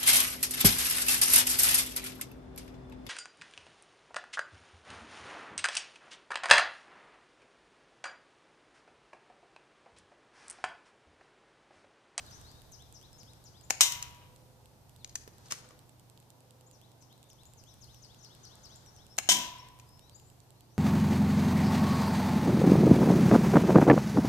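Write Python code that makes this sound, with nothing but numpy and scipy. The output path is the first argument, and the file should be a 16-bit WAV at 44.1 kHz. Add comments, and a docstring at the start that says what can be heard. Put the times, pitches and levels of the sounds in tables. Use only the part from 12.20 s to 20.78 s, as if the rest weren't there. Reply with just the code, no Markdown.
"""A spring airsoft pistol pops twice in a yard; 0.1 s after each pop its pellet smacks an empty can.
Pops are decaying noise plus frame resonances; each can is a crack, shell noise, ringing modes and a thud.
Cocking clacks are noise bursts with short rings; trees scatter pops, smacks, clacks and birdsong as noise tails.
Finches twitter as gliding sines and a small mechanism ticks on the right as filtered clicks.
Behind them lie noise rumble, roar, rustle and hiss, and a far machine's sine hum and whine."""
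import sys
import numpy as np
from scipy import signal
from scipy.fft import rfft, irfft, next_fast_len
from scipy.io import wavfile
from scipy.ndimage import map_coordinates

SR = 44100
rng = np.random.default_rng(int(sys.argv[2]) if len(sys.argv) > 2 else 0)


def wav_out(sig):
    """Save sig, one row per channel (or a flat mono array), as 16-bit PCM at SR to the path in sys.argv[1]."""
    wavfile.write(sys.argv[1], SR, np.round(np.clip(np.atleast_2d(sig).T, -1, 1) * 32767).astype(np.int16))


N = 378378
T = np.arange(SR) / SR  # the second after a blow

# piston stops: t/s, level/dB, left-right/dB (times SHADE_FACTOR)
SHOTS = [(1.506, -16.5, 7.5), (6.986, -16, 3.5)]
# air pop spectrum: f/Hz, density/dB per Hz
POP_SPECTRUM = [(60, -23.5), (200, -9), (750, -1.5), (1150, -3.5), (2100, -1.5), (2900, -4), (3700, -5),
                (5200, -7), (6900, 3.5), (9000, -7), (14500, -12.5)]
# hollow frame resonances: f/Hz, width/Hz, level/dB
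FRAME_PEAKS = [(775, 94, -4), (2120, 203, -4.5), (2680, 260, -3.5), (4150, 160, -7), (5230, 240, -5),
               (6640, 150, -3), (8550, 240, -9)]
STROKE_S = 0.0052
POP_DB, POP_TAIL_DB, FRAME_DB, RUSH_DB = -6, -15, 3, -13  # re shot level
POP_T60_S, POP_TAIL_T60_S = 0.012, 0.06


def pistol():
    """The piston rushes down its cylinder, then slams home: a pop of air rings the hollow frame."""
    out = np.zeros((2, N))
    rush_gain = np.linspace(.4, 1, round(STROKE_S * SR))
    for s, db, pan_db in SHOTS:
        rush = rush_gain * noise(POP_SPECTRUM, 0.71, size=len(rush_gain))
        add(out, s - STROKE_S, amp(db + RUSH_DB) * rush)
        envelope = amp(POP_DB - 60 * T / POP_T60_S) + amp(POP_TAIL_DB - 60 * T / POP_TAIL_T60_S)
        pop = envelope * noise(POP_SPECTRUM, 0.44, size=SR)
        blow = pop + amp(FRAME_DB) * struck(FRAME_PEAKS, T)
        add(out, s, yard(amp(db) * placed(blow, 0.065, pan_db), wet_db=-11.5, build_s=0.0031))
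    return out


# pellet strikes: t/s, then level/dB of crack, dent, rattle, rebound, shell clatter, ring, thud,
# then left-right/dB of crack and shell (times SHADE_FACTOR)
HITS = [(1.608, -16, -4, -13, -24, -23, -26, -59.5, 5), (7.0894, -15.5, -10, -36, -23.5, -19, -25, -36, 4)]
# ringing modes, first and second can: f/Hz, level/dB, t60/s
MODES_A = [(969, -17, 1.3), (1120, -25, 1.1), (2090, -12, 0.6), (2934, -17, .6), (3670, 3.5, 0.26),
           (3758, -4.5, .2), (4064, -7, .33), (4750, -7, 0.2), (5329, 0, 0.15), (5900, -12, .45),
           (6352, -6.5, .3), (6700, -4, .3), (7677, -10, .23)]
MODES_B = [(968.6, -13, 1.1), (998, -11.5, 1.0), (1024, -19, 1.3), (1120, -28.5, 1.5), (1620, -9.5, .2),
           (2090, -12.5, 0.34), (3080, 1.5, .34), (3180, -5, .36), (3510, -7.5, .44), (3607, -4, 0.31),
           (5350, -3.5, .25), (5636, -9, .33), (6020, -3.5, 0.2), (6514, -7, .35)]
# struck wall resonances, first and second can: f/Hz, width/Hz, level/dB
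DENT_PEAKS_A = [(784, 410, -13), (1120, 560, -9.5), (3060, 310, -11.5), (3660, 140, -8), (5350, 53, -0.5),
                (6480, 200, -10.5), (8040, 180, -10)]
DENT_PEAKS_B = [(736, 95, -4), (944, 210, -13), (3080, 190, -10), (5404, 110, -4.5), (5860, 130, -3.5),
                (6560, 90, -1), (8520, 200, -6.5)]
# decay of the crowded shell modes, first and second can: f/Hz, t60/s
SHELL_DECAY_A = [(200, .37), (900, 0.2), (3000, 0.24), (6500, .29), (9000, 0.22), (13000, 0.55)]
SHELL_DECAY_B = [(200, 0.43), (900, 0.2), (3000, 0.37), (6500, .31), (9000, .22), (13000, 0.44)]
# spectrum of the crowded shell modes: f/Hz, density/dB per Hz
SHELL_SPECTRUM = [(100, -35), (450, -32.5), (780, -13), (1250, -16), (1900, -9), (2450, -8), (3100, -4.5),
                  (3800, -4.5), (4600, -9), (5700, -1), (6800, -2.5), (8700, -3.5), (10500, -14),
                  (14500, -18)]
# pellet contact spectrum: f/Hz, density/dB per Hz
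CRACK_SPECTRUM = [(100, -36.5), (500, -12), (740, 1.5), (1000, -1), (1500, -4.5), (3200, -3.5), (4400, -4),
                  (6000, 4), (9000, -5), (11000, -12.5), (15000, -14)]
# spectrum of what the cans stand on: f/Hz, density/dB per Hz
THUD_SPECTRUM = [(60, -29.5), (150, -10), (210, 2), (320, -5.5), (480, -14), (740, -6), (1100, -28.5),
                 (1500, -48)]
CRACK_T60_S, RATTLE_T60_S, THUD_T60_S = 0.0026, 0.045, 0.55  # envelopes
REBOUND_S, REBOUND_T60_S = .021, 0.15  # pellet reaches the far wall; envelope of that rattle
SPIN_S = 2.2e-5  # rms travel-time waver of the spinning can
CAN_LAG_MS, RING_PAN_DB = -0.15, 3.9


def cans():
    """A pellet cracks and dents the thin wall; the shell rattles, strong modes ring, the stand thuds."""
    out = np.zeros((2, N))
    both_cans = [(MODES_A, DENT_PEAKS_A, SHELL_DECAY_A), (MODES_B, DENT_PEAKS_B, SHELL_DECAY_B)]
    for hit, (modes, dent_peaks, shell_decay) in zip(HITS, both_cans):
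        s, crack_db, dent_db, rattle_db, rebound_db, shell_db, ring_db, thud_db, pan_db = hit
        crack = amp(crack_db - 60 * T / CRACK_T60_S) * noise(CRACK_SPECTRUM, 0.93, size=SR)
        dent = amp(dent_db) * (1 - np.exp(-T / 0.00071)) * struck(dent_peaks, T)
        # fast-dying rattle plus unevenly fluttering shell noise
        envelope = amp(rattle_db - 60 * T / RATTLE_T60_S) + amp(shell_db + 2.2 * wobble(130, size=SR))
        rebound = amp(rebound_db - 60 * np.abs(T - REBOUND_S) / REBOUND_T60_S)
        envelope += (T > REBOUND_S) * rebound
        shell = envelope * dying(noise(SHELL_SPECTRUM, 0.4, size=SR), shell_decay)
        smack = placed(crack + dent + shell, CAN_LAG_MS, pan_db)
        add(out, s, yard(smack, wet_db=-12.0, build_s=0.018))
        add(out, s, amp(ring_db) * placed(can_ring(modes), CAN_LAG_MS, RING_PAN_DB))
        thud_envelope = amp(thud_db - 60 * T / THUD_T60_S) * (1 - np.exp(-T / 0.041))
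        add(out, s, thud_envelope * noise(THUD_SPECTRUM, 0.85, size=SR))
    return out


def can_ring(modes):
    """Decaying sines; spin wavers each one's travel time per side, so high modes waver most in phase."""
    ring = np.zeros((2, SR))
    for hz, db, t60 in modes:
        waver = np.array([wobble(60, size=SR), wobble(71, size=SR)])
        ring += amp(db - 60 * T / t60) * np.sin(2 * np.pi * hz * (T + SPIN_S * waver))
    return ring


# slide, trigger and tumbling can: t/s, level/dB, knock level/dB, knock f/Hz,
# rise/s (40 dB), t60/s, brightness/dB per octave
CLACKS = [(1.7222, -26.5, -26.5, 2400, .003, 0.02, 14), (1.8263, -28.5, -12.5, 2700, 0.00087, 0.015, 8),
          (2.846, -37.5, -5.5, 2400, .0018, 0.014, -4), (2.895, -51, -9.5, 4000, .008, .03, -1),
          (2.956, -29.5, -8.5, 1830, 0.004, 0.022, 1.5), (3.077, -52.5, 10, 447, 0.0014, 0.013, 0),
          (3.26, -57.5, -9, 1800, 0.033, .15, -1), (3.311, -38, -3.5, 1790, 0.017, 0.15, 3.5),
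          (3.3223, -27.5, -3, 1130, 0.0028, 0.022, 2), (3.5078, -57.5, 3.5, 1203, .0016, 0.017, 1.5),
          (7.598, -48, -6, 2416, .0009, 0.019, 6)]
# hard contact spectrum before brightening: f/Hz, density/dB per Hz
SNAP_SPECTRUM = [(800, -25.5), (1900, -20), (2700, -3.5), (3400, -11), (4400, 3), (6100, 3), (8500, 0.5),
                 (14500, -14)]
# hollow knock spectrum: f/multiple of knock f, density/dB per Hz
KNOCK_SPECTRUM = [(.15, -18.5), (.7, -13), (1, -7), (1.3, -8), (2.1, -11.5), (3, -15), (8, -27.5)]
# slide resonances: f/Hz, width/Hz, level/dB
SLIDE_PEAKS = [(2480, 200, -9.5), (4280, 170, -3), (5180, 260, -5), (5950, 260, -0.5), (6740, 300, 4.5)]
LEAD_S = .03
KNOCK_RING_DB, KNOCK_T60_S = -1.5, 0.022  # re knock
SLIDE_DB = 7  # re clack level


def clacks():
    """Parts scrape up to a hard stop: a bright snap and a short ring over a hollow knock."""
    out = np.zeros((2, N))
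    t = T[:SR // 8] - LEAD_S
    for s, db, knock_db, knock_hz, rise_s, t60, bright_db in CLACKS:
        knock_spectrum = [(multiple * knock_hz, level) for multiple, level in KNOCK_SPECTRUM]
        snap = noise(tilted(SNAP_SPECTRUM, bright_db), 0.98, size=len(t))
        knock = amp(knock_db) * noise(knock_spectrum, 0.097, size=len(t))
        envelope = amp(db - np.where(t < 0, -40 * t / rise_s, 60 * t / t60))
        ring_envelope = (t > 0) * amp(db + knock_db + KNOCK_RING_DB - 60 * np.abs(t) / KNOCK_T60_S)
        ring = ring_envelope * np.sin(2 * np.pi * knock_hz * t)
        slide = amp(db + SLIDE_DB) * np.clip(t / 0.00076, 0, 1) * struck(SLIDE_PEAKS, t)
        add(out, s - LEAD_S, placed(envelope * (snap + knock) + ring + slide, 0.049, 3.5))
    return yard(out, wet_db=-12.5, build_s=0.0022)


# finch phrases: start t/s, end t/s, period/s, slowing/s per repeat, chirp level/dB, tweet level/dB,
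# growth/dB per repeat, chirp end f/Hz, buzz/0-1
SONGS = [(0.514, 1.3, 0.222, .021, -55.5, -63, -1, 4835, .75),
         (4.519, 5.5, 0.284, -0.001, -66, -69, 1.36, 4993, 0.7),
         (5.607, 6.55, .21, -.003, -57.5, -65.5, 0.56, 4150, 0.42)]
# short rising flicks: t/s, level/dB
FLICKS = [(1.432, -60), (4.462, -63.5), (5.253, -60.5), (6.55, -58.5), (7.945, -55)]
# slurred whistles, and one faint, nearly level echo of birdsong (at 4.984 s):
# t/s, length/s, start f/Hz, end f/Hz, level/dB
WHISTLES_AND_ECHO = [(.052, 0.052, 4750, 3450, -63.5), (0.099, .04, 6650, 5560, -62),
                     (0.11, .06, 4450, 6690, -57.5), (0.232, .095, 3380, 5000, -62.5),
                     (0.305, .13, 3450, 3980, -68.5), (.92, .06, 5210, 5330, -64.5),
                     (1.04, .1, 5120, 5250, -69), (1.364, .055, 4650, 5150, -67.5),
                     (2.781, .065, 4855, 3280, -70), (4.984, 0.16, 3660, 3566, -77.5),
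                     (6.656, .045, 6100, 5424, -61.5), (6.783, .062, 2900, 4110, -66.5),
                     (6.897, 0.051, 5050, 5600, -61.5), (7.384, 0.035, 5300, 5625, -58.5),
                     (7.659, .15, 5012, 5400, -69), (7.809, 0.055, 5350, 5950, -73),
                     (7.804, 0.095, 3560, 4120, -69.5), (7.902, 0.09, 4200, 5063, -70),
                     (8.044, 0.05, 6696, 8000, -66.5), (8.332, .15, 3730, 4860, -78),
                     (8.49, .09, 5250, 6430, -74.5)]
CHIRP_S, CHIRP_FROM_HZ = 0.05, 7400
TWEET_S, TWEET_FROM_HZ, TWEET_MEAN_TO_HZ = .058, 2720, 4200
TWEET_AT = .305  # share of the period
SLURS_START_S, SLURS_END_S, SLUR_GAP_S = 5.465, 6.85, .255
SLUR_S, SLUR_FROM_HZ, SLUR_TO_HZ, SLUR_DB = 0.073, 6900, 5250, -64.5
FLICK_S, FLICK_FROM_HZ, FLICK_TO_HZ = 0.026, 6200, 7600


def birds():
    """Finches in the trees to the left: gliding sines for chirps, tweets, slurs, flicks, whistles, an echo."""
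    out = np.zeros((2, N))
    for start, end, period, slowing, chirp_db, tweet_db, growth_db, end_hz, buzz in SONGS:
        for k, beat in enumerate(np.arange(start, end, period)):
            s = beat + slowing * k * (k - 1) / 2
            chirp = note(CHIRP_S, CHIRP_FROM_HZ, end_hz, buzz, bend=1.6)
            add(out, s, amp(chirp_db + growth_db * k) * chirp)
            tweet_to_hz = TWEET_MEAN_TO_HZ * rng.normal(1, .014)
            tweet = note(TWEET_S, TWEET_FROM_HZ, tweet_to_hz, buzz=.1, bend=rng.uniform(1, 1.3), late=.5)
            add(out, s + TWEET_AT * (period + slowing * k), amp(tweet_db + growth_db * k) * tweet)
    # a second finch's evenly spaced falling slurs
    for s in np.arange(SLURS_START_S, SLURS_END_S, SLUR_GAP_S):
        add(out, s, amp(SLUR_DB) * note(SLUR_S, SLUR_FROM_HZ, SLUR_TO_HZ, buzz=0.38))
    for s, db in FLICKS:
        add(out, s, amp(db) * note(FLICK_S, FLICK_FROM_HZ, FLICK_TO_HZ, bend=1.4))
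    for s, length, start_hz, end_hz, db in WHISTLES_AND_ECHO:
        add(out, s, amp(db) * note(length, start_hz, end_hz, bend=1.3))
    return yard(amp([[2], [-10]]) * placed(out, -.34, 0), wet_db=-3.5, build_s=0.0024)


def note(length, start_hz, end_hz, buzz=0, bend=1.9, waver_hz=30, late=0):
    """A sine glide, levelling if bend > 1; late skews the swell to the end, fast pitch flutter buzzes."""
    u = np.linspace(0, 1, round(length * SR))
    hz = end_hz + (start_hz - end_hz) * (1 - u) ** bend
    hz = hz + buzz * 520 * wobble(1100, size=len(u)) + waver_hz * wobble(120, size=len(u))
    envelope = u ** late * np.sin(np.pi * u) ** (2 / 3)
    return unit(envelope * np.sin(2 * np.pi * np.cumsum(hz) / SR))


# even tick runs: start t/s, end t/s
TICK_RUNS = [(.112, 1.18), (2.876, 4.77), (4.825, 5.9), (5.946, 7.0), (7.385, 8.46)]
# clear ticks out of step: t/s
ODD_TICKS = [0.065, 0.814, 1.241, 1.412, 1.948, 2.162, 2.458, 2.695, 2.763, 3.976, 5.102, 5.255]
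# mechanism response: f/Hz, gain/dB
TICK_RESPONSE = [(1800, -23), (2800, 0), (4700, -3), (5700, -10.5), (6900, -2.5), (8000, 5.5), (9800, -10),
                 (11400, -3), (12800, -9), (14200, -5.5)]
TICK_GAP_S, STRAYS_PER_S = .1023, 0.8
TICK_DB, STRAY_DB = -32.5, -39  # mean, before TICK_RESPONSE


def ticks():
    """A small mechanism ticks nearly ten times a second, louder right: filtered clicks, random strays."""
    blows, t = np.zeros((2, N)), T[:SR // 200]
    steady = [s for start, end in TICK_RUNS for s in np.arange(start, end, TICK_GAP_S)]
    strays = rng.uniform(0, N / SR, round(STRAYS_PER_S * N / SR))
    for times, db in [(steady + ODD_TICKS, TICK_DB), (strays, STRAY_DB)]:
        for s in times:
            chatter = amp(-8.0 - 60 * t / 0.005) * rng.standard_normal((2, len(t)))
            contact = (t == 0) + chatter
            add(blows, s, amp(db + rng.normal(0, 0.65)) * contact)
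    return filtered(blows, lambda hz: amp(along(TICK_RESPONSE, hz))) * amp([[-9], [0]])


# rumble level before RUMBLE_GAIN_DB: t/s, level/dB
RUMBLE_LEVEL = [(0.0, -61.5), (0.81, -66), (1.58, -66), (1.89, -60), (2.53, -71), (3.01, -65.5),
                (4.49, -79), (4.99, -74), (5.69, -64), (5.97, -71), (7.55, -64.5), (7.93, -67.5),
                (8.58, -73)]
# low rumble spectrum: f/Hz, density/dB per Hz
RUMBLE_SPECTRUM = [(15, -15), (35, -8), (60, -2), (90, -1), (150, -9.5), (400, -36)]
# far roar spectrum: f/Hz, density/dB per Hz
ROAR_SPECTRUM = [(60, -14.5), (110, -2.5), (170, -0.5), (260, -3), (420, -5.5), (900, -6.5), (1250, -18),
                 (2000, -40), (4000, -45)]
# far machine's hum: f/Hz, mean level/dB
HUM = [(96, -72), (119.8, -64.5), (145.3, -72)]
# faint distant tone: t/s, length/s, level/dB
WHINE = [(.9, 0.32, -76), (1.95, 0.72, -73), (3.331, 0.31, -72), (4.1, 0.55, -74.5)]
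# branch rustle spectrum: f/Hz, density/dB per Hz
RUSTLE_SPECTRUM = [(700, -3.5), (1500, 4), (2500, -10.5), (4000, -1), (6000, -2.5), (8500, -9),
                   (14000, -28.5)]
# hiss spectrum: f/Hz, density/dB per Hz
HISS_SPECTRUM = [(1000, -0.5), (3000, 2.5), (7000, -0.5), (10000, -0.5), (14500, 0)]
RUMBLE_GAIN_DB, ROAR_DB, HISS_DB, WHINE_HZ = 4, -64, -69, 506


def air():
    """Noise rumble, roar, rustle and hiss; wavering sine hum and whine."""
    t = np.arange(N) / SR
    breeze_db = breeze(t)
    rumble_db = np.interp(t, *np.transpose(RUMBLE_LEVEL)) + RUMBLE_GAIN_DB + wobble(5.9)
    rumble = amp(rumble_db) * noise(RUMBLE_SPECTRUM, 0.63)
    # the wood's roar swells slightly with the breeze
    roar_db = ROAR_DB + 0.22 * (breeze_db - breeze_db.mean())
    roar = amp(roar_db) * noise(ROAR_SPECTRUM, 0.56)
    far = rumble + roar
    for hz, db in HUM:
        tone = unit(np.sin(2 * np.pi * hz * t + 0.5 * wobble(6.2)))
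        far = far + amp(db + 0.62 * wobble(4.7)) * tone
    for s, length, db in WHINE:
        add(far, s, amp(db) * note(length, WHINE_HZ, WHINE_HZ, waver_hz=8.9))
    rustle = placed(amp(breeze_db) * noise(RUSTLE_SPECTRUM, 0.26), -.34, 2.0)
    return far * amp([[-1], [1]]) + rustle + amp(HISS_DB) * noise(HISS_SPECTRUM, 0)


# gusts in the branches: peak t/s, width/s, level/dB
GUSTS = [(.05, 0.24, -59), (1.05, 0.84, -71), (3.35, 0.14, -62.5), (6.4, 0.41, -65)]
CALM_DB = -73.5


def breeze(t):
    """Branch level in dB: Gaussian gusts add in power to the calm."""
    gusts = sum(amp(db) ** 2 * np.exp(-((t - s) / width) ** 2) for s, width, db in GUSTS)
    return 10 * np.log10(amp(CALM_DB) ** 2 + gusts)


# scatter decay among the trees: f/Hz, t60/s
TREE_DECAY = [(150, 1), (900, 0.93), (2500, 0.84), (6000, 0.51), (9000, 0.36), (13000, 0.43)]


def yard(x, wet_db, build_s):
    """Sound plus scatter from trunks and bushes: a decaying noise tail, independent per side."""
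    tail = dying(rng.standard_normal((2, SR)), TREE_DECAY) * (1 - np.exp(-T / build_s))
    # single trunks and clumps of trees stand out
    trunks_db = 2.2 * np.array([wobble(350, size=SR), wobble(350, size=SR)])
    clumps_db = 1.3 * wobble(45, size=SR)
    tail = tail * amp(trunks_db + clumps_db)
    tail = amp(wet_db) * tail / np.linalg.norm(tail[0])
    scatter = signal.fftconvolve(x.astype(np.float32), tail.astype(np.float32), axes=1)
    return x + scatter[:, :x.shape[1]]


# factor on the left-right difference at each pitch; negative swaps the sides: f/Hz, factor
SHADE_FACTOR = [(450, -0.6), (1000, -0.05), (2450, 0.35), (3080, 2.5), (3550, 0.47), (4600, 0.4), (6000, 2),
                (8000, 0.65), (12000, 0.04)]


def placed(x, lag_ms, pan_db):
    """Places a source by a lag and a frequency-dependent level difference between the sides."""
    sides = np.array([[.5], [-.5]])

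    def response(hz):
        level = amp(sides * pan_db * along(SHADE_FACTOR, hz))
        return level * np.exp(-2j * np.pi * hz * sides * lag_ms / 1000)

    return filtered(x, response)


def struck(peaks, t):
    """A blow at t = 0 rings broad resonances, wider ones shorter, slightly different per side."""
    t = np.maximum(t, 0)
    sizes = np.array([amp(db) * width for hz, width, db in peaks])
    ring = 0
    for k, (hz, width, db) in enumerate(peaks):
        gain = (-1) ** k * sizes[k] * amp(rng.normal(0, 1.5, (2, 1)))
        side_hz = hz + width * rng.normal(0, 0.21, (2, 1))
        ring = ring + gain * np.exp(-np.pi * width * t) * np.sin(2 * np.pi * side_hz * t)
    return ring / np.linalg.norm(sizes)


def dying(x, t60s):
    """Decays each frequency of a one-second sound at its own rate."""
    hz, t, z = signal.stft(x, SR, nperseg=256)
    decay = amp(-60 * t / along(t60s, hz)[:, None])
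    return signal.istft(z * decay, SR, nperseg=256)[1][:, :SR]


def noise(spectrum, alike, size=N):
    """Coloured stereo noise, rms 1; alike is the power share common to both sides."""
    common, *own = rng.standard_normal((3, size))
    share = np.clip(alike, 0, 1)
    white = np.sqrt(share) * common + np.sqrt(1 - share) * np.array(own)
    return unit(filtered(white, lambda hz: amp(along(spectrum, hz))))


def tilted(spectrum, tilt_db):
    """Tilts a spectrum in dB per octave about 6 kHz."""
    return [(hz, db + tilt_db * np.log2(hz / 6000)) for hz, db in spectrum]


def filtered(x, response):
    """Applies a frequency response by FFT."""
    m = next_fast_len(x.shape[-1] + 2048, True)
    gain = response(np.fft.rfftfreq(m, 1 / SR)).astype(np.complex64)
    return irfft(rfft(x.astype(np.float32), m) * gain, m)[..., :x.shape[-1]]


def wobble(rate, size=N):
    """A smooth random curve through normal knots, rate knots per second."""
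    knots = rng.standard_normal(int(size * rate / SR) + 4)
    grid = np.arange(len(knots) * 10) / 10
    return np.interp(np.arange(size) * rate / SR, grid, map_coordinates(knots, [grid]))


def along(points, hz):
    """Interpolates (f/Hz, value) points on a log frequency axis."""
    f, v = np.transpose(points)
    return np.interp(np.log(hz + 1), np.log(f + 1), v)


def amp(db):
    """Amplitude of a dB level."""
    return 10 ** (np.asarray(db) / 20)


def unit(x):
    """Scales to rms 1."""
    return x / np.sqrt(np.mean(x ** 2) + 1e-20)


def add(track, s, sound):
    """Mixes a sound into the track at s seconds."""
    part = track[:, max(round(s * SR), 0):][:, :sound.shape[-1]]
    part += sound[..., :part.shape[1]]


def scene():
    """Sums all sources in the yard."""
    return pistol() + cans() + clacks() + birds() + ticks() + air()


TOP_HZ = 14600


def record(dry):
    """Rounds off the highest peaks, then low-passes steeply at TOP_HZ."""
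    rounded = dry / (1 + np.abs(dry / .9) ** 6) ** (1 / 6)
    return filtered(rounded, lambda hz: 1 / np.sqrt(1 + (hz / TOP_HZ) ** 120))


dry = scene()
out = record(dry)
wav_out(out)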